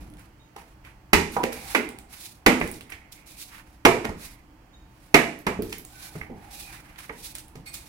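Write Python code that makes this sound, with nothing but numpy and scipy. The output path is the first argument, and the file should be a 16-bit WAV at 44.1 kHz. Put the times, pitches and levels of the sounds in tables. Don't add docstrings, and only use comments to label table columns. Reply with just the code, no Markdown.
import sys
import numpy as np
from scipy import signal
from scipy.fft import rfft, irfft
from scipy.io import wavfile
from scipy.ndimage import uniform_filter1d

SR = 44100
rng = np.random.default_rng(int(sys.argv[2]) if len(sys.argv) > 2 else 0)


def store_wav(level_fs):
    pcm = np.round(np.clip(np.atleast_2d(level_fs), -1, 1) * 32767)
    wavfile.write(sys.argv[1], SR, pcm.T.astype(np.int16))


N = 347508
TAIL = 24000


def undb(db):
    return 10 ** (np.asarray(db) / 20)


def unit(x):
    return x / np.sqrt(np.mean(x ** 2))


def set_level(x, db):
    start = x[..., :int(.03 * SR)]
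    return x * undb(db) / np.sqrt(np.mean(start ** 2))


def add(out, s, x):
    i = int(s * SR)
    out[..., i:i + x.shape[-1]] += x[..., :out.shape[-1] - i]


def walk(rate):
    hold = int(SR / rate)
    steps = np.repeat(rng.standard_normal(N // hold + 1), hold)
    return 1.9 * uniform_filter1d(uniform_filter1d(steps, hold), hold)[:N]


def over_hz(table, size):
    hz, value = np.transpose(table)
    return np.interp(np.log(np.fft.rfftfreq(size, 1 / SR) + 1), np.log(hz), value)


def band(x, lo_hz, hi_hz):
    return signal.sosfilt(signal.butter(2, [lo_hz, hi_hz], "bandpass", fs=SR, output="sos"), x)


def resonance(hz, width):
    return 1 / (1 + (2 * (np.fft.rfftfreq(N, 1 / SR) - hz) / width) ** 2)


def causal(table, size=2048):
    cepstrum = irfft(np.log(undb(over_hz(table, size))), size)
    cepstrum[1:size // 2] *= 2
    cepstrum[size // 2 + 1:] = 0
    return irfft(np.exp(rfft(cepstrum)), size)


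def coloured(x, ranges, range_db):
    size = int(.03 * SR)
    hz = np.fft.rfftfreq(size, 1 / SR)
    power = 2 * np.mean(np.abs(rfft(x[:, :size])) ** 2, axis=0) / size ** 2
    rows = []
    for (lo, hi), db in zip(ranges, range_db):
        present_db = 10 * np.log10(power[(hz >= lo) & (hz < hi)].sum())
        rows.append((np.sqrt(lo * hi), db - present_db))
    return signal.fftconvolve(x, causal(sorted(rows))[None])


# (f/Hz, likeness [-1 to 1], below 0 taken as 0)
PORT_LIKENESS = [(60, 0.99), (130, 0.97), (290, 0.91), (640, 0.64), (1410, -0.08), (3100, 0.02),
                 (6820, -0.02), (15000, 0.0)]


def diffuse(size, colour):
    alike = np.clip(over_hz(PORT_LIKENESS, size), 0, 1)
    mid, side = rfft(rng.standard_normal((2, size))) * colour
    left_right = np.array([[1], [-1]])
    return irfft(np.sqrt(1 + alike) * mid + np.sqrt(1 - alike) * side * left_right, size)


def direct(x):
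    out = np.zeros((2, TAIL))
    add(out[0], 8 / SR, x)
    add(out[1], 0, x)
    return out


def contact(length_s, spiky_db, rise_s):
    t = np.arange(int(6 * (length_s + rise_s) * SR)) / SR
    snaps = rng.standard_normal(len(t)) * undb(spiky_db * rng.exponential(size=len(t)))
    burst = snaps * (1 - np.exp(-(t / rise_s) ** 2)) * np.exp(-t / length_s)
    return burst / np.sqrt(np.sum(burst ** 2))


def ring(modes, share, scatter_db, detune):
    hz, db, t60 = np.transpose(modes)[:, :, None]
    sign, strength, offset = rng.standard_normal((len(modes), 3)).T[:, :, None]
    t = np.arange(TAIL // 2) / SR
    gain = np.sign(sign) * undb(db + scatter_db * strength - 60 * t / (share * t60))
    return np.sum(gain * np.sin(2 * np.pi * hz * (1 + detune * offset) * t), axis=0)


# (f/Hz, t60/s)
GARAGE_DECAY = [(60, 0.67), (160, 0.67), (420, 0.48), (1100, 0.43), (2900, 0.43), (7700, 0.5), (15000, 0.3)]
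GARAGE_DB, FIRST_ECHO_S = 6.5, 0.0013
NEAR_DB, NEAR_S = 0.5, 0.042


def garage(share):
    t = np.arange(TAIL) / SR
    noise = rfft(diffuse(TAIL, 1))
    octave = np.log2(np.fft.rfftfreq(TAIL, 1 / SR) / 60 + 1e-9).clip(0, 8)
    hz, t60 = np.transpose(GARAGE_DECAY)
    echo = 0
    for k in range(9):
        fall = undb(-60 * t / share / np.interp(k, np.log2(hz / 60), t60))
        echo = echo + fall * irfft(noise * np.clip(1 - np.abs(octave - k), 0, 1))
    echo = echo * np.clip(t / FIRST_ECHO_S - .5, 0, 1) * (1 + undb(NEAR_DB) * np.exp(-t / NEAR_S))
    return echo * undb(GARAGE_DB) / np.sqrt(np.sum(echo ** 2) / 2)


# (f/Hz, relative level/dB per Hz)
BACKGROUND_COLOUR = [(12, -37.5), (20, -10.5), (48, -3), (67, -3.5), (81, -10.5), (198, -12.5), (270, -22),
                     (301, -8), (388, -24.5), (923, -24), (3340, -36), (3630, -43.5), (4300, -37.5),
                     (10800, -47.5), (16000, -48)]
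# (t/s, gain of the rumble/dB, gain of the roar near 800 Hz/dB)
BACKGROUND_LEVELS = [(0, 12.5, 6), (.4, -2, 0.5), (1.2, -0.5, 0), (1.7, 4, 23), (2.3, 0, 3),
                     (5.6, -1, -0.5), (6.4, 4, 20), (7.1, 2, 2), (7.88, 2, 7)]
# (f/Hz, width/Hz, level/dB)
HUM_LINES = [(52.7, 6, -67.5), (123.4, 2, -63), (257, 4, -71), (280, 2.3, -75.5), (742, 6, -76.5),
             (890, 6, -73.5)]


def background():
    t = np.arange(N) / SR
    s, rumble_db, roar_db = np.transpose(BACKGROUND_LEVELS)
    rumble = undb(np.interp(t, s, rumble_db) + 0.47 * walk(4.4))
    roar = undb(np.interp(t, s, roar_db) + 0.47 * walk(4.4))
    bed = unit(diffuse(N, undb(over_hz(BACKGROUND_COLOUR, N)))) * undb(-53.5)
    low = irfft(rfft(bed) * resonance(0, 910.0), N)
    mid = irfft(rfft(bed) * resonance(800., 130.0), N)
    hum = sum(undb(db) * unit(diffuse(N, resonance(hz, width))) for hz, width, db in HUM_LINES)
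    return bed + (rumble - 1) * low + (roar - 1) * mid + hum


# (start t/s, swell/s, hold/s, hiss level/dB, dull part re hiss/dB)
SCUFF_STROKES = [(0.0, 0.007, .001, -56, -1.5), (0.179, .008, 0.031, -60.5, 2), (.57, 0.023, .001, -55, 3),
                 (0.644, 0.035, .02, -68, -10), (0.834, 0.018, 0.022, -61, 9.5),
                 (1.302, 0.044, .001, -44, -5), (1.516, .012, .001, -41.5, -3), (1.5, 0.21, .06, -42, -7.5),
                 (2.083, 0.054, 0.046, -48.5, -7.5), (2.145, 0.1, 0.0094, -42, -20),
                 (2.61, 0.019, 0.13, -50, -16), (2.892, .008, .001, -51.5, 4.5),
                 (3.115, .012, .001, -48, -21), (3.256, .015, 0.049, -51.5, -22),
                 (3.35, .05, 0.027, -41.5, -22), (3.476, .09, .001, -51.5, 4),
                 (3.652, 0.056, 0.022, -63.5, -11), (4.155, 0.084, 0.027, -44.5, -10),
                 (4.85, .22, 0.055, -64, -5.5), (5.383, .01, .001, -60.5, -15),
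                 (5.625, .01, 0.13, -52.5, -9), (5.844, 0.21, .02, -45.5, -11),
                 (6.12, .03, 0.059, -53.5, -3), (6.29, 0.18, .05, -60, 2), (6.502, 0.011, 0.087, -46, -18),
                 (6.572, 0.039, .001, -42, -17), (6.653, 0.085, 0.0099, -49, -0.5),
                 (6.814, .05, 0.089, -62.5, 4.5), (6.978, 0.0087, 0.055, -52, -1),
                 (7.087, 0.12, 0.011, -51, -24), (7.22, 0.019, .025, -40, -19),
                 (7.344, 0.012, 0.0083, -44, -13), (7.548, .01, .001, -62.5, -6),
                 (7.654, 0.0086, 0.015, -50, -6.5), (7.727, 0.014, .001, -39.5, -16),
                 (7.755, 0.025, .08, -54.5, -9)]
# (f/Hz, relative level/dB per Hz)
GRIT_COLOUR = [(1470, -16), (2500, -8), (3060, -12), (3770, -5.5), (5650, -7.5), (6970, -10), (10900, -8),
               (14900, -18.5), (16000, -14)]
SCUFF_SWELL_POWER, SCUFF_T60_S = 1.08, 0.32


def scuffs():
    t = np.arange(N) / SR
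    hiss_power, dull_power = 0, 0
    for s, swell_s, hold_s, db, dull_db in SCUFF_STROKES:
        swell = np.clip((t - s) / swell_s, 0, 1) ** SCUFF_SWELL_POWER
        dying_s = np.maximum(t - s - swell_s - hold_s, 0)
        power = (swell * undb(db - 60 * dying_s / SCUFF_T60_S)) ** 2
        hiss_power = hiss_power + power
        dull_power = dull_power + power * undb(2 * dull_db)
    grains = unit(undb(1.3 * walk(90) + 1.4 * rng.exponential(size=N)))
    hiss = band(grains * diffuse(N, undb(over_hz(GRIT_COLOUR, N))), 2100, .45 * SR)
    dull = band(band(grains * diffuse(N, 1), 900, 2800), 700, 3000)
    return np.sqrt(hiss_power) * unit(hiss) + np.sqrt(dull_power) * unit(dull)


# (t/s, nominal bright peak level/dB, nominal dull peak level/dB, ring f/Hz)
CHIP_TICKS = [(0.1, -48, -59, 10800), (0.1376, -49, -53, 10300), (0.17, -51, -53, 9290),
              (0.194, -46, -59, 10200), (0.258, -59, -67, 9330), (1.321, -34, -55, 11000),
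              (1.5288, -28.5, -37, 11100), (1.8895, -31.5, -38.5, 9400), (1.9866, -33.5, -42, 9200),
              (2.1288, -36, -51, 13000), (2.6015, -33, -37, 10900), (2.6754, -30.5, -37, 9510),
              (2.714, -25, -51, 9400), (2.8087, -39, -36.5, 10400), (2.902, -34, -59, 9800),
              (3.1226, -37, -48, 7600), (3.268, -58.5, -54, 7280), (5.389, -37.5, -70, 12900),
              (5.6216, -27, -36.5, 13000), (5.6957, -38, -46, 8000), (5.7825, -29, -47, 12600),
              (5.8495, -30, -46, 8100), (6.959, -64, -40, 7950), (6.9883, -35.5, -38, 10400),
              (7.352, -24.5, -35, 9100), (7.383, -30, -40.5, 9500), (7.4817, -43, -57.5, 10500),
              (7.7412, -26, -36, 8000)]


def ticks():
    out = np.zeros((2, N))
    ranges = [(5970, 16000), (1660, 7300), (62.3, 590)]
    for s, bright_db, dull_db, hz in CHIP_TICKS:
        click = contact(.0012, spiky_db=2., rise_s=.0004)
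        sound = direct(click) + undb(-8) * garage(.8)
        sound = sound + undb(4.0) * band(sound, 0.78 * hz, 1.15 * hz)
        range_db = [bright_db - 18.5, dull_db - 11.5, dull_db - 33.0]
        add(out, s, coloured(sound, ranges, range_db))
    return out


# (t/s, level/dB rms over the first 30 ms, contact/s)
STEEL_CLINKS = [(.392, -66, 0.002), (.425, -76, 0.0035), (4.725, -61.5, .01), (4.79, -76, .01),
                (4.87, -78.5, .01)]
# (f/Hz, relative level/dB, t60/s)
HAMMER_MODES = [(3725, 0, .22), (3790, -3, .2), (6650, -8, .2)]
# (t/s, level/dB rms over the first 30 ms, contact/s)
FITTING_SCRAPES = [(7.232, -66, 0.038), (7.657, -45, 0.013), (7.735, -58, 0.07)]
# (f/Hz, relative level/dB, t60/s)
FITTING_MODES = [(2170, -4, 0.048), (2440, -5, 0.086), (3460, -15, .08), (4390, 4.5, 0.032),
                 (8060, -3.5, 0.063), (9500, -13, .05), (10600, -15, 0.051), (11470, -16, 0.053)]


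def steel():
    out, room = np.zeros((2, N)), garage(0.84)
    for strokes, modes in ((STEEL_CLINKS, HAMMER_MODES), (FITTING_SCRAPES, FITTING_MODES)):
        for s, db, length_s in strokes:
            touch = contact(length_s, spiky_db=2., rise_s=.004)
            metal = signal.fftconvolve(touch, ring(modes, .8, scatter_db=1.5, detune=.002))
            echo = signal.fftconvolve(room, metal[None])[:, :TAIL]
            add(out, s, set_level(direct(metal) + echo, db))
    return out


# (t/s, deep level/dB, thud level/dB,
# body level/dB, slap level/dB, splinter level/dB, note of the struck board f/Hz)
BOARD_KNOCKS = [(0.561, -69, -51, -41, -60, -54.5, 667), (0.847, -54, -65, -65, -57, -65, 291),
                (1.131, -29.5, -19.5, -17.5, -18, -22.5, 247), (1.364, -45, -32.5, -21.5, -45, -49, 973),
                (1.432, -44.5, -25.5, -35.5, -32.5, -37, 520),
                (1.747, -62.5, -26.5, -25, -22.5, -34.5, 258.4),
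                (2.462, -34.5, -15, -18, -17.5, -23.5, 248), (2.611, -37, -29, -31.5, -30, -50.5, 241),
                (2.738, -55, -49.5, -68, -79, -52, 290), (2.919, -56, -59, -55, -41, -53, 777),
                (3.85, -30.5, -14.5, -14, -16, -23.5, 374), (4.045, -37.5, -31.5, -35, -37.5, -43.5, 221),
                (4.088, -36.5, -38.5, -40, -62, -53, 226), (5.142, -33, -14.5, -18.5, -13, -23, 432),
                (5.466, -36, -27, -26, -32, -38, 190), (5.589, -35.5, -28, -53, -72, -75, 412),
                (5.724, -60, -55, -49, -42, -41, 385), (6.152, -40, -38.5, -52.5, -54.5, -76, 160),
                (6.211, -43.5, -58, -50, -39.5, -74, 225), (6.298, -47, -39, -59, -77, -72, 196),
                (7.093, -53, -42.5, -42.5, -42, -62, 435), (7.553, -42.5, -46, -55, -60, -56.5, 158)]
# (f/Hz, relative level/dB, t60/s)
PANEL_MODES = [(93, -19.5, 0.31), (163.4, -7.5, 0.12), (223, -3.5, 0.052), (248.4, 3.5, 0.083),
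               (307, 4, 0.072), (362.7, -2, 0.13), (437, 6, 0.089), (502, -2.5, 0.14), (598, 0, 0.058),
               (662, -7, 0.17), (815, -5.5, 0.094), (946, -12, 0.18), (1050, -22, 0.013), (1276, -6, 0.031),
               (1455, -9.5, .06), (1893, -6.5, 0.063), (2070, -11, 0.077), (2110, -16.5, 0.046),
               (2354, -13.5, 0.068), (2440, -19, 0.045), (3010, -17, .04)]
# (f/Hz, relative level/dB per Hz)
CRACK_COLOUR = [(35, -65.5), (60, -27.5), (244, -9.5), (315, -2), (427, 6), (553, -13), (698, -1.5),
                (1510, -11.5), (2190, -8.5), (3340, -23), (10800, -43.5), (14900, -48.5), (16000, -57.5)]
# (from f/Hz, to f/Hz)
KNOCK_RANGES = [(150, 330), (330, 600), (600, 1500), (1500, 3300), (3300, 7000), (60, 150), (7000, 15000)]
NOTE_DB, NOTE_T60_S = 3., 0.11
SNAP_DB = -3.5
LEAN_DB, EVEN_HZ = 6, 330


def knocks():
    out, crack = np.zeros((2, N)), causal(CRACK_COLOUR)
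    for s, deep_db, thud_db, body_db, slap_db, splinter_db, note_hz in BOARD_KNOCKS:
        modes = PANEL_MODES + [(note_hz, NOTE_DB, NOTE_T60_S)]
        panels = undb(-46.0) * ring(modes, 0.94, scatter_db=2.5, detune=0.0082)
        rattle = signal.fftconvolve(contact(.0044, spiky_db=5.5, rise_s=0.0024), crack)
        blow = panels + np.pad(crack, (0, len(panels) - len(crack)))
        echo = signal.fftconvolve(garage(1), blow[None])[:, :TAIL]
        sound = direct(panels) + undb(7.0) * direct(rattle) + echo
        lean_db = LEAN_DB * np.clip(np.log2(EVEN_HZ / note_hz), -.6, 1)
        low = 1 / (1 + undb(-lean_db) ** 2)
        low_db, high_db = thud_db + 10 * np.log10([low, 1 - low])
        range_db = [low_db, high_db, body_db, slap_db, splinter_db, deep_db, splinter_db + SNAP_DB]
        add(out, s, coloured(sound, KNOCK_RANGES, range_db))
    return out


# (t/s, peak level at the left port/dB, length/s)
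AIR_THUMPS = [(1.132, -11.5, 0.021), (2.462, -16.5, 0.02), (3.855, -42, 0.0063), (5.15, -36, 0.033)]


def thumps():
    out = np.zeros((2, N))
    for s, db, length_s in AIR_THUMPS:
        add(out, s, undb(db) * np.hanning(int(length_s * SR)) * undb([[0], [-12.]]))
    return signal.sosfilt(signal.butter(1, 18., "highpass", fs=SR, output="sos"), out)


# (from t/s, to t/s, f/Hz, width/Hz, level before the swell/dB)
BOARD_RUBS = [(1.444, 1.72, 2300, 400, -53.5), (2.703, 3.3, 2120, 680, -62.5),
              (3.138, 3.498, 2400, 500, -64), (4.1, 4.453, 2120, 600, -64.5), (5.92, 6.13, 1516, 50, -59),
              (5.935, 6.12, 2340, 70, -62.5), (6.502, 6.822, 2450, 120, -60),
              (6.712, 6.823, 2020, 204, -61)]


def rubs():
    out, t = 0, np.arange(N) / SR
    for start, end, hz, width, db in BOARD_RUBS:
        swell = np.sin(np.pi * np.clip((t - start) / (end - start), 0, 1)) ** .5
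        out = out + swell * undb(db + 1.6 * walk(25)) * unit(diffuse(N, resonance(hz, width)))
    return out


def scene():
    return background() + scuffs() + ticks() + steel() + knocks() + thumps() + rubs()


# (f/Hz, left minus right level/dB)
PORT_COLOUR = [(60, 0.0), (110, 0.0), (200, -0.5), (380, -3.5), (700, -4.5), (1290, -5.5), (2380, -9.0),
               (4400, -2.5), (8120, -4.0), (15000, -10.0)]


def record(dry):
    ports = []
    for x, share in zip(dry, (.25, -.75)):
        colour = causal([(hz, share * db) for hz, db in PORT_COLOUR])
        ports.append(signal.fftconvolve(x, colour)[:N])
    ports = np.array(ports)
    rounded = ports / (1 + np.abs(ports) ** 8) ** (1 / 8)
    top_cut = signal.ellip(10, .2, 70, 15800, fs=SR, output="sos")
    return signal.sosfilt(top_cut, rounded)


dry = scene()
out = record(dry)
store_wav(out)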